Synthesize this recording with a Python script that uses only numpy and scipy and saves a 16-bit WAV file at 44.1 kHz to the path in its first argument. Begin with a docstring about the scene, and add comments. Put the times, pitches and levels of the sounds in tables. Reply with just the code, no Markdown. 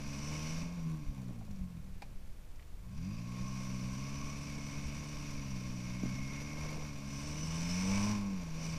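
"""A light breeze rumbles on the microphone in a forest while a six-cylinder four-wheel drive labours up mud.
The engine pulls, then sinks to idle as a twig snaps and clods plop; it pulls again, and surges at the end.
Phase-locked sines make the drone of firing orders; gated noise through resonances makes rasp, jet and boom.
Narrow noise-fed modes whistle and sing; clicks setting resonators ringing make pops, mud and drops.
A twig's crack is a dying burst of coloured noise; the breeze is coloured noise with single puffs."""
import sys
import numpy as np
from scipy import signal
from scipy.fft import rfft, irfft, next_fast_len
from scipy.io import wavfile
from scipy.ndimage import uniform_filter1d, map_coordinates

SR = 44100
rng = np.random.default_rng(int(sys.argv[2]) if len(sys.argv) > 2 else 0)


def bounce(signal):
    """Save signal as a 16-bit WAV file at the path given by the first command-line argument."""
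    frames = np.transpose(np.atleast_2d(signal))
    limited = np.clip(frames, -1, 1)
    pcm = np.round(limited * 32767).astype(np.int16)
    wavfile.write(sys.argv[1], SR, pcm)


N = 387192
TIME = np.arange(N) / SR

# Spectra of the breeze and the forest background: frequency_hz, relative_db_per_hz
BREEZE_SPECTRUM = [(12, 0.5), (25, -5.5), (45, -9), (75, -14.5), (120, -20), (200, -29), (330, -43),
                   (700, -53)]
FOREST_SPECTRUM = [(200, 3.5), (700, -4.5), (1500, -9), (2400, -10.5), (3500, -13.5), (6000, -15),
                   (10000, -18), (15000, -19)]
# Puffs of air on the microphone: centre_s, level_db
PUFFS = [(1.094, -32.5), (1.618, -36.5), (4.864, -36), (5.387, -37)]

# Clods of wet mud landing: start_s, level_db, pitch_hz
CLODS = [(1.411, -44, 720), (1.478, -46, 655), (6.766, -41, 660), (6.826, -38, 595)]
# Flung drops ticking on leaves and sticks: start_s, level_db, pitch_hz
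DROPS = [(1.512, -45, 5700), (1.56, -48, 5700), (2.558, -50, 5700), (2.595, -43.5, 2300),
         (2.624, -43, 2300)]
# Tyres losing grip and digging in: peak_s, extra_churn_db
SLIPS = [(.4, 6.5), (6.8, 10.5)]
SLIP_BUILD_S, SLIP_GRIP_S = 0.34, 0.055   # half lengths before and after the peak
# Twigs breaking under the tyres: start_s, relative_db
TWIGS = [(1.181, -56), (2.021, -41), (2.036, -59)]
# Spectrum of a twig's crack: frequency_hz, relative_db_per_hz
WOOD_SPECTRUM = [(330, -4), (560, -6), (830, 5.5), (1100, -10), (1650, -9), (1950, -14), (2350, 1.5),
                 (3000, -17), (4700, -11), (8000, -23.5), (14000, -31)]

# Engine speed: time_s, firings_per_s
ENGINE_SPEED = [(0.0, 71.4), (0.18, 69.9), (0.31, 76.0), (0.42, 76.8), (0.76, 87.9), (0.81, 82.4),
                (0.91, 80.0), (1.1, 69.5), (1.54, 48.9), (1.95, 35.2), (2.58, 23.5), (2.83, 24.5),
                (2.92, 31.5), (3.06, 47.0), (3.16, 55.1), (3.3, 60.9), (3.52, 64.6), (3.86, 62.9),
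                (4.06, 68.0), (4.3, 70.8), (4.86, 70.1), (5.0, 73.3), (5.22, 73.0), (5.45, 68.4),
                (5.56, 62.4), (5.8, 60.5), (6.02, 61.9), (6.59, 75.3), (6.76, 76.2), (7.0, 69.3),
                (7.14, 68.7), (7.68, 86.2), (8.1, 105.7), (8.34, 95.5), (8.48, 80.3), (8.78, 81.3)]
# Gas flow let through by the throttle: time_s, flow_db (above a steady pull)
GAS_FLOW = [(0, 0.5), (.4, 3.5), (.62, 2.5), (.72, -5.5), (1.4, -14.5), (2.8, -24), (2.98, -7), (3.32, -3),
            (3.46, -0.5), (4.2, 1), (5.2, 1), (5.6, 0), (6.7, 1.5), (6.96, -1), (7.25, 2), (7.95, 6),
            (8.11, 5), (8.24, -2.5), (8.52, -2.5), (8.64, 3), (8.78, 1.5)]
CRUISE_PER_S = 70   # firings per second of a steady pull
CYLINDERS = 6

# Level laws: steady_pull_db, db_per_db_of_flow, db_per_octave_of_engine_speed
NOTE_LAW = (-61.5, 1, 0.68)
RASP_LAW = (-55.5, 0.64, 0.61)
JET_LAW = (-55.5, 1.35, 0.28)
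BOOM_LAW = (-55.5, 0.68, 3.5)
CHURN_LAW = (-65.5, 0.065, 7.4)

# Sharp pops in the exhaust: start_s, level_db
POPS = [(1.308, -35.5), (6.035, -24.5), (6.058, -27.5)]
POP_SPREAD_S, POP_RUMBLE_DB = 0.06, -7   # decay time of the rumble; its level against the pop

# Spectra of the rasp and the jet before the tailpipe: frequency_hz, relative_db_per_hz
RASP_SPECTRUM = [(150, 18.5), (330, -18.5), (420, -3.5), (760, -3), (1400, -5.5), (1900, -10.5), (3300, -9),
                 (4500, -14), (9000, -15)]
JET_SPECTRUM = [(1500, 1), (3300, -3), (4400, 1), (6000, 2.5), (7300, -5.5), (11000, -11.5), (15000, -17)]
# Resonances of the tailpipe: centre_hz, width_hz, gain_db
TAILPIPE_MODES = [(460, 13, 3), (607, 75, 10), (782, 25, -31.5), (864, 68, 4.5), (1577, 62, 6),
                  (1995, 130, -3.5), (2169, 170, 10.5), (2487, 550, 12.5), (3370, 99, -2), (3590, 79, 7.5),
                  (4720, 530, 5.5), (5773, 335, 12), (6180, 130, -3.5), (6770, 440, 6), (8650, 460, -6),
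                  (10960, 590, 7.5)]
# Pipe modes that sing out while the engine pulls hard: peak_s, pitch_hz, level_db, half_length_s
SINGING_MODES = [(3.15, 2590, -67, 0.18), (3.13, 4830, -68, 0.17), (3.47, 1080, -60, 0.22),
                 (4.15, 1098, -59, 0.28), (4.65, 2190, -59, 0.6), (6.35, 2160, -55, 0.52),
                 (7.87, 470, -53, 0.08), (7.8, 2170, -55, 0.25), (7.95, 2240, -48, 0.05),
                 (8.04, 1045, -52, 0.1), (8.67, 2225, -58.5, 0.1), (8.68, 4760, -61, 0.1)]
SING_CYCLES = 68   # a singing mode rings for this many of its own cycles
# Narrow modes that a fast jet sets whistling: pitch_hz, relative_db, t60_s
WHISTLES = [(2930, -4, 0.024), (5250, -4, 0.024), (5345, 0, 0.036), (5860, -2, 0.018), (5975, 2, 0.042),
            (8130, 3.5, 0.004)]
WHISTLE_WANDER, WHISTLE_FLUTTER_DB = 0.004, 1.2   # spread of relative pitch; spread of level
# Throttle held wide open, so that the whistles leap out: start_s, end_s, extra_db
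SURGES = [(0.05, 0.62, 5), (3.38, 5.35, 3), (7.04, 8.177, 7), (8.555, 8.805, 5.5)]
SURGE_RAMP_S, WHISTLE_DB = 0.09, -7.5   # whistles against the hiss at a steady pull

# Barks as the throttle snaps shut or open: peak_s, swell_db, half_length_s
BARKS = [(0.906, 10, 0.1), (1.303, 5.5, 0.22), (1.693, 7.5, 0.14), (2.855, 11.5, 0.056),
         (3.093, 1.5, 0.065), (8.276, 3, 0.12)]
NOTE_BARK_SHARE = 0.85   # share of a bark or strain that reaches the pipe's hollow note
STRAIN_ABOVE_PER_S, STRAIN_DB_PER_FIRING = 93.6, 0.52   # every order swells at high revs
# Multiples of the firing rate: steady_pull_db, db_per_db_of_flow, db_per_octave_per_s_of_pick_up
FIRING_ORDERS = [(-42, 1.13, 3), (-39.5, 0.49, 2.5), (-45.5, 0.62, 2), (-42, 0.57, 1.5), (-43, 1.1, -1.3),
                 (-47, 1.22, 3.3)]
FLYWHEEL_S = 0.28   # the load of picking up speed is spread over this time
IDLE_BELOW_PER_S, IDLE_DB_PER_FIRING = 44, 0.4   # towards idle the pulses soften
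# How the silencer passes a firing order: frequency_hz, gain_db
SILENCER_RESPONSE = [(30, -14), (65, -14.5), (95, -12), (127, -5), (144, -8.5), (162, -3.5), (175, -2.5),
                     (190, 1), (218, -8.5), (250, -12.5), (290, -12.5), (316, -18.5), (345, -36),
                     (420, -25), (475, -20), (525, -33.5), (590, -22), (660, -23)]
# Spectrum of uneven combustion booming in the silencer: frequency_hz, relative_db_per_hz
BOOM_SPECTRUM = [(50, -31), (110, -15), (185, 19.5), (280, 14), (360, -0.5), (600, -30)]
# Ragged strokes setting the silencer burbling: peak_s, level_db, half_length_s
BURBLES = [(1.75, -56, .33), (4.7, -53, .5), (6.1, -45, .11)]
# Single firings thrumming in the silencer, while coasting and as the engine starts to pick up: peak_s,
# level_db, half_length_s
THRUMS = [(2.046, -58, 0.32), (2.882, -50, 0.07)]
# When coasting, the level rocks once per engine cycle
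LOPE_DB, COASTING_FLOW_DB = 4, -20   # depth of rocking; flow at which coasting is complete
# Each firing is a soft, deep throb, strongest a little above idle
THROB_DB, THROB_PEAK_PER_S, THROB_DB_PER_FIRING = -47.5, 39, 0.4

CUTOFF_HZ = 15250


def from_db(db):
    """Logarithmic level: 20 dB is a tenfold amplitude."""
    return 10 ** (np.asarray(db) / 20)


def rms_one(x):
    """Normalisation: dividing by the root mean square leaves unit power."""
    return x / np.sqrt(np.mean(x ** 2) + 1e-20)


def curve(rows):
    """Linear interpolation: the value column of a (time, value) table at every sample."""
    times, values = np.transpose(rows)
    return np.interp(TIME, times, values)


def swell(peak_s, half_length_s):
    """Gaussian envelope: a smooth bump of height 1 around a moment."""
    return np.exp(-((TIME - peak_s) / half_length_s) ** 2)


def swells(rows):
    """Superposition: a gain curve summed from bumps of (peak_s, level_db, half_length_s)."""
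    return sum(from_db(db) * swell(s, seconds) for s, db, seconds in rows)


def noise():
    """White noise: independent samples carry equal power at all frequencies."""
    return rng.standard_normal(N)


def colour(x, spectrum):
    """Spectral weighting: a gain curve over log frequency shapes x, which returns at unit power."""
    hz, db = np.transpose(spectrum)
    size = next_fast_len(N + SR // 2)
    bins_hz = np.fft.rfftfreq(size, 1 / SR) + 1
    # above the last point the spectrum drops by a further 31 dB
    gain_db = np.interp(np.log(bins_hz), np.log(hz), db, right=db[-1] - 31.0)
    return rms_one(irfft(rfft(x, size) * from_db(gain_db), size)[:N])


def drift(rate):
    """Low-passed white noise of spread 1: two equal real poles leave only slow chance variation."""
    step = 40   # samples between slow values
    pole = np.exp(-2 * np.pi * rate * step / SR)
    slow = signal.lfilter([1], [1, -2 * pole, pole * pole], rng.standard_normal(N // step + 2002))
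    slow = slow[2000:]   # drop the settling of the filter
    return np.interp(np.arange(N) / step, np.arange(len(slow)), rms_one(slow))


def ring(x, hz, t60):
    """Damped resonance: a unit click starts a decaying sine, 60 dB down after t60 seconds."""
    radius, angle = np.exp(-np.log(1000) / (t60 * SR)), 2 * np.pi * hz / SR
    feedback = [1, -2 * radius * np.cos(angle), radius * radius]
    return signal.lfilter([0, np.sin(angle)], feedback, x + 1e-18)


def clicks(rows):
    """Impulse excitation: one single-sample click for each (start_s, level_db)."""
    out = np.zeros(N)
    for s, db in rows:
        out[int(s * SR)] = from_db(db)
    return out


def crumble(x, decay_s):
    """Energy-preserving dispersal: each click becomes a noise burst that dies exponentially."""
    t = TIME[:SR // 10]
    burst = rng.standard_normal(len(t)) * np.exp(-t / decay_s)
    return signal.fftconvolve(x, burst / np.linalg.norm(burst))[:N]


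def grains(per_s, spread_db):
    """Clustered random arrivals: clicks of uneven size and random sign, coming in clumps."""
    born = rng.random(N) < per_s * from_db(4 * drift(5)) / SR
    size = from_db(spread_db * np.minimum(rng.exponential(1, N), 4))
    return born * size * rng.choice([-1, 1], N)


def level(law, rate):
    """Power-law scaling: a level in dB that follows gas flow and engine speed."""
    steady_db, per_flow, per_octave = law
    return steady_db + per_flow * curve(GAS_FLOW) + per_octave * np.log2(rate / CRUISE_PER_S)


def forest():
    """Diffuse background: steady noise with a sloping spectrum."""
    return from_db(-63.5) * colour(noise(), FOREST_SPECTRUM)


def side_noise():
    """Antiphase stereo: very faint noise of opposite sign in the two channels."""
    side = colour(noise(), [(200, -1.0), (5000, -9.5), (9000, 8.5), (15000, 0.5)])
    return from_db(-83.5) * side * np.array([[1], [-1]])


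def breeze():
    """Turbulent pressure at the microphone: lumpy low rumble, with a few single puffs."""
    air = from_db(-46.0 + drift(4.3)) * colour(noise(), BREEZE_SPECTRUM)
    for s, db in PUFFS:
        t = TIME - s
        wave = np.sin(2 * np.pi * 24 * t) + 0.55 * np.sin(2 * np.pi * 62 * t)
        air = air + from_db(db) * swell(s, 0.026) * wave
    return air


def impacts(rows, burst_s, t60):
    """Impact resonance: each (start_s, level_db, pitch_hz) is a short burst that rings at its pitch."""
    return sum(ring(crumble(clicks([(s, db)]), burst_s), hz, t60) for s, db, hz in rows)


def squelch():
    """Bubble resonance: air pockets burst under the tread, each ringing at one of twelve pitches."""
    pockets = grains(per_s=300, spread_db=3.5)
    pitches = np.geomspace(480, 1000, 12)
    dealt = rng.integers(0, len(pitches), N)
    # higher pockets ring more weakly
    return rms_one(sum(ring(pockets * (dealt == k), hz, 9 / hz) / hz ** 2.1
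                       for k, hz in enumerate(pitches)))


def spatter():
    """Granular impact noise: fine spatter ticks on the leaves."""
    ticks = crumble(grains(per_s=84, spread_db=3.0), decay_s=0.0037)
    return colour(ticks, [(1000, -1), (2500, -14), (6000, -12), (14000, -19.0)])


def mud(rate):
    """Granular excitation: tyres churn louder with engine speed and dig in as they slip; clods and drops land."""
    plops = impacts(CLODS, burst_s=0.009, t60=0.014)
    drops = impacts(DROPS, burst_s=0.006, t60=0.003)
    slip_db = sum(db * swell(s, np.where(TIME < s, SLIP_BUILD_S, SLIP_GRIP_S)) for s, db in SLIPS)
    churn_db = level(CHURN_LAW, rate) + slip_db
    return plops + drops + from_db(churn_db) * squelch() + from_db(0.64 * churn_db - 29.0) * spatter()


def twigs():
    """Brittle fracture: a sharp crack, then splintering fibres that die away."""
    hits = clicks(TWIGS)
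    crack = crumble(hits, decay_s=0.0068)
    splinters = from_db(-14.0) * crumble(hits, decay_s=0.038)
    return from_db(21.5) * np.std(hits) * colour(crack + splinters, WOOD_SPECTRUM)


def pops():
    """Impulse response of the silencer: short thuds, each trailing a ragged rumble."""
    hits = clicks(POPS)
    hits = hits + from_db(POP_RUMBLE_DB) * crumble(hits, POP_SPREAD_S)
    return ring(hits, 235, 0.036) + from_db(-20) * ring(hits, 560, 0.02)


def gate(firings, sharpness, uneven_db, imbalance):
    """Periodic flow modulation: one gush per firing; the six cylinders differ, and so does every stroke."""
    stroke = firings.astype(int)
    cylinder_db = np.array([-4.5, 8.0, -1.0, 2.5, 4.5, 5.5])   # before scaling by the imbalance
    stroke_db = imbalance * cylinder_db[stroke % len(cylinder_db)]
    stroke_db = stroke_db + uneven_db * rng.standard_normal(N)[stroke]
    gush = np.exp(-sharpness * np.cos(2 * np.pi * firings))
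    return rms_one(gush * from_db(stroke_db))


def buzz(firings, between_db):
    """Fourier synthesis: a pressure pattern repeating each crank turn of three firings, firing orders leading."""
    orders = np.arange(300)   # multiples of the crank's turning rate
    strength = from_db(np.where(orders % 3, between_db, 0)) * (orders > 18) / np.sqrt(orders + 1)
    turn = irfft(strength * np.exp(2j * np.pi * rng.random(len(orders))), 8192)
    return rms_one(np.interp(firings / 3 % 1, np.linspace(0, 1, len(turn)), turn))


def tailpipe(x):
    """Duct resonance: a chain of peaks and dips, one for each mode of the pipe."""
    for hz, width, db in TAILPIPE_MODES:
        a, half, c = from_db(db / 2), np.pi * width / SR, -2 * np.cos(2 * np.pi * hz / SR)
        x = signal.lfilter([1 + half * a, c, 1 - half * a], [1 + half / a, c, 1 - half / a], x)
    return rms_one(x)


def steady(tone):
    """Amplitude limiting: a singing mode limits its own swing, so that its level evens out."""
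    power = uniform_filter1d(rms_one(tone) ** 2, SR // 100) + 1e-6
    return rms_one(tone / power ** 0.3)


def whistle(hz, t60):
    """Narrow resonance fed by turbulence: its pitch wanders and its strength flutters."""
    wander = np.cumsum(WHISTLE_WANDER * drift(3))   # samples of time shift
    tone = map_coordinates(ring(noise(), hz, t60), [np.arange(N) + wander], order=3, mode="reflect")
    return tone * from_db(WHISTLE_FLUTTER_DB * drift(9))


def whistles(jet_db):
    """Flow-excited tones: they grow faster than the hiss that feeds them, and leap out at full throttle."""
    tones = rms_one(sum(from_db(db) * whistle(hz, t60) for hz, db, t60 in WHISTLES))
    surge_db = sum(db * np.clip(np.minimum(TIME - start, end - TIME) / SURGE_RAMP_S, 0, 1)
                   for start, end, db in SURGES)
    return tones * from_db(jet_db + WHISTLE_DB + 0.3 * curve(GAS_FLOW) + surge_db)


def singing(flow):
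    """Selective resonance: single pipe modes pick their pitch out of the flow and sing for a while."""
    total = 0
    for s, hz, db, seconds in SINGING_MODES:
        t60 = SING_CYCLES / hz
        tone = steady(ring(ring(flow, hz, t60), hz, t60 / 2))
        total = total + from_db(db) * swell(s, seconds) * tone
    return total


def effort_db(rate):
    """Load dependence: extra push in the exhaust from strain at high revs and from single barks."""
    strain_db = STRAIN_DB_PER_FIRING * np.maximum(rate - STRAIN_ABOVE_PER_S, 0)
    return strain_db + sum(db * swell(s, seconds) for s, db, seconds in BARKS)


def rush(firings, rate):
    """Turbulent and pulsed excitation of a pipe: rasp and hollow notes, with a hissing, whistling jet on top."""
    note_db, rasp_db, jet_db = (level(law, rate) for law in (NOTE_LAW, RASP_LAW, JET_LAW))
    # the pulses stand out of the turbulence as the engine speeds up
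    pulses = from_db(-11.5 + 0.14 * (rate - np.mean(rate))) * buzz(firings, between_db=-9)
    gushes = noise() * gate(firings, sharpness=0.2, uneven_db=1.1, imbalance=0.45)
    flow = colour(pulses + gushes, RASP_SPECTRUM)
    rasp = from_db(rasp_db) * tailpipe(flow)
    hollow = steady(ring(ring(flow, 1071.5, 0.042), 1080, 0.024))
    note = from_db(note_db + NOTE_BARK_SHARE * effort_db(rate)) * hollow
    # a lower mode howls only near the top of the rev range
    howl_db = note_db + 2.0 + 0.28 * (rate - np.max(rate))
    howl = from_db(howl_db) * rms_one(ring(ring(flow, 858.4, 0.041), 889, 0.036))
    stream = pulses + noise() * gate(firings, sharpness=0.075, uneven_db=0.67, imbalance=0.18)
    jet = from_db(jet_db + 0.96 * drift(16)) * tailpipe(colour(stream, JET_SPECTRUM))
    # the firings chop the note, singing and whistles into beads
    chop = gate(firings, sharpness=0.2, uneven_db=1.3, imbalance=0)
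    pipe = rasp + howl + (note + singing(flow)) * chop
    return pipe * from_db(1.1 * drift(12)) + jet + chop * whistles(jet_db)


def orders_db(rate):
    """Forced response: orders grow with flow and pick-up, and swell gliding through silencer resonances."""
    hz, passed_db = np.transpose(SILENCER_RESPONSE)
    flow_db, push_db = curve(GAS_FLOW), effort_db(rate)
    octaves_per_s = np.gradient(np.log2(curve(ENGINE_SPEED))) * SR
    pick_up = uniform_filter1d(np.maximum(octaves_per_s, 0), int(FLYWHEEL_S * SR))
    soft_db = IDLE_DB_PER_FIRING * np.maximum(IDLE_BELOW_PER_S - rate, 0)
    levels = []
    for order, (db, per_flow, per_pick_up) in enumerate(FIRING_ORDERS, 1):
        silencer_db = np.interp(np.log(order * rate), np.log(hz), passed_db)
        levels.append(db + per_flow * flow_db + per_pick_up * pick_up + push_db - soft_db + silencer_db)
    return levels


def drone(firings, rate):
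    """Harmonic series of the firing rate: clean low orders over boom, burble, thrum and a coasting throb."""
    coasting = np.clip(curve(GAS_FLOW) / COASTING_FLOW_DB, 0, 1)
    lines = 0
    for order, gain in enumerate(from_db(orders_db(rate)), 1):
        waver = from_db(0.7 * drift(20))
        sine = np.sin(2 * np.pi * (order * firings + rng.random()))
        lines = lines + np.sqrt(2) * gain * waver * sine
    lope = from_db(LOPE_DB * coasting * np.sin(2 * np.pi * firings / CYLINDERS))
    gushes = noise() * gate(firings, sharpness=0.62, uneven_db=1.5, imbalance=0.47)
    boom = from_db(level(BOOM_LAW, rate)) * colour(gushes, BOOM_SPECTRUM)
    burble = swells(BURBLES) * rms_one(ring(ring(gushes, 192, 0.097), 207, 0.029))
    thumps = np.diff(np.floor(firings), prepend=0)   # one click per firing
    thrum = swells(THRUMS) * steady(ring(ring(thumps, 190, 0.04), 158, 0.025))
    throb_db = THROB_DB - THROB_DB_PER_FIRING * np.abs(rate - THROB_PEAK_PER_S)
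    throb_wave = sum(np.sin(2 * np.pi * order * firings) / order for order in range(1, 4))
    throb = from_db(throb_db) * coasting ** 2 * throb_wave
    return (lines + throb) * lope + boom + burble + thrum


def scene():
    """Superposition of sources: all stand straight ahead, and only the very faint side noise has width."""
    rate = curve(ENGINE_SPEED) * (1 + 0.003243 * drift(12.52))   # firings per second, slightly unsteady
    firings = np.cumsum(rate) / SR   # running count of firings
    vehicle = mud(rate) + twigs() + pops() + rush(firings, rate) + drone(firings, rate)
    return forest() + breeze() + vehicle + side_noise()


def record(dry):
    """Band limiting: a steep elliptic low-pass cuts the top."""
    return signal.sosfilt(signal.ellip(12, 0.1, 80, CUTOFF_HZ, fs=SR, output="sos"), dry)


dry = scene()
out = record(dry)
bounce(out)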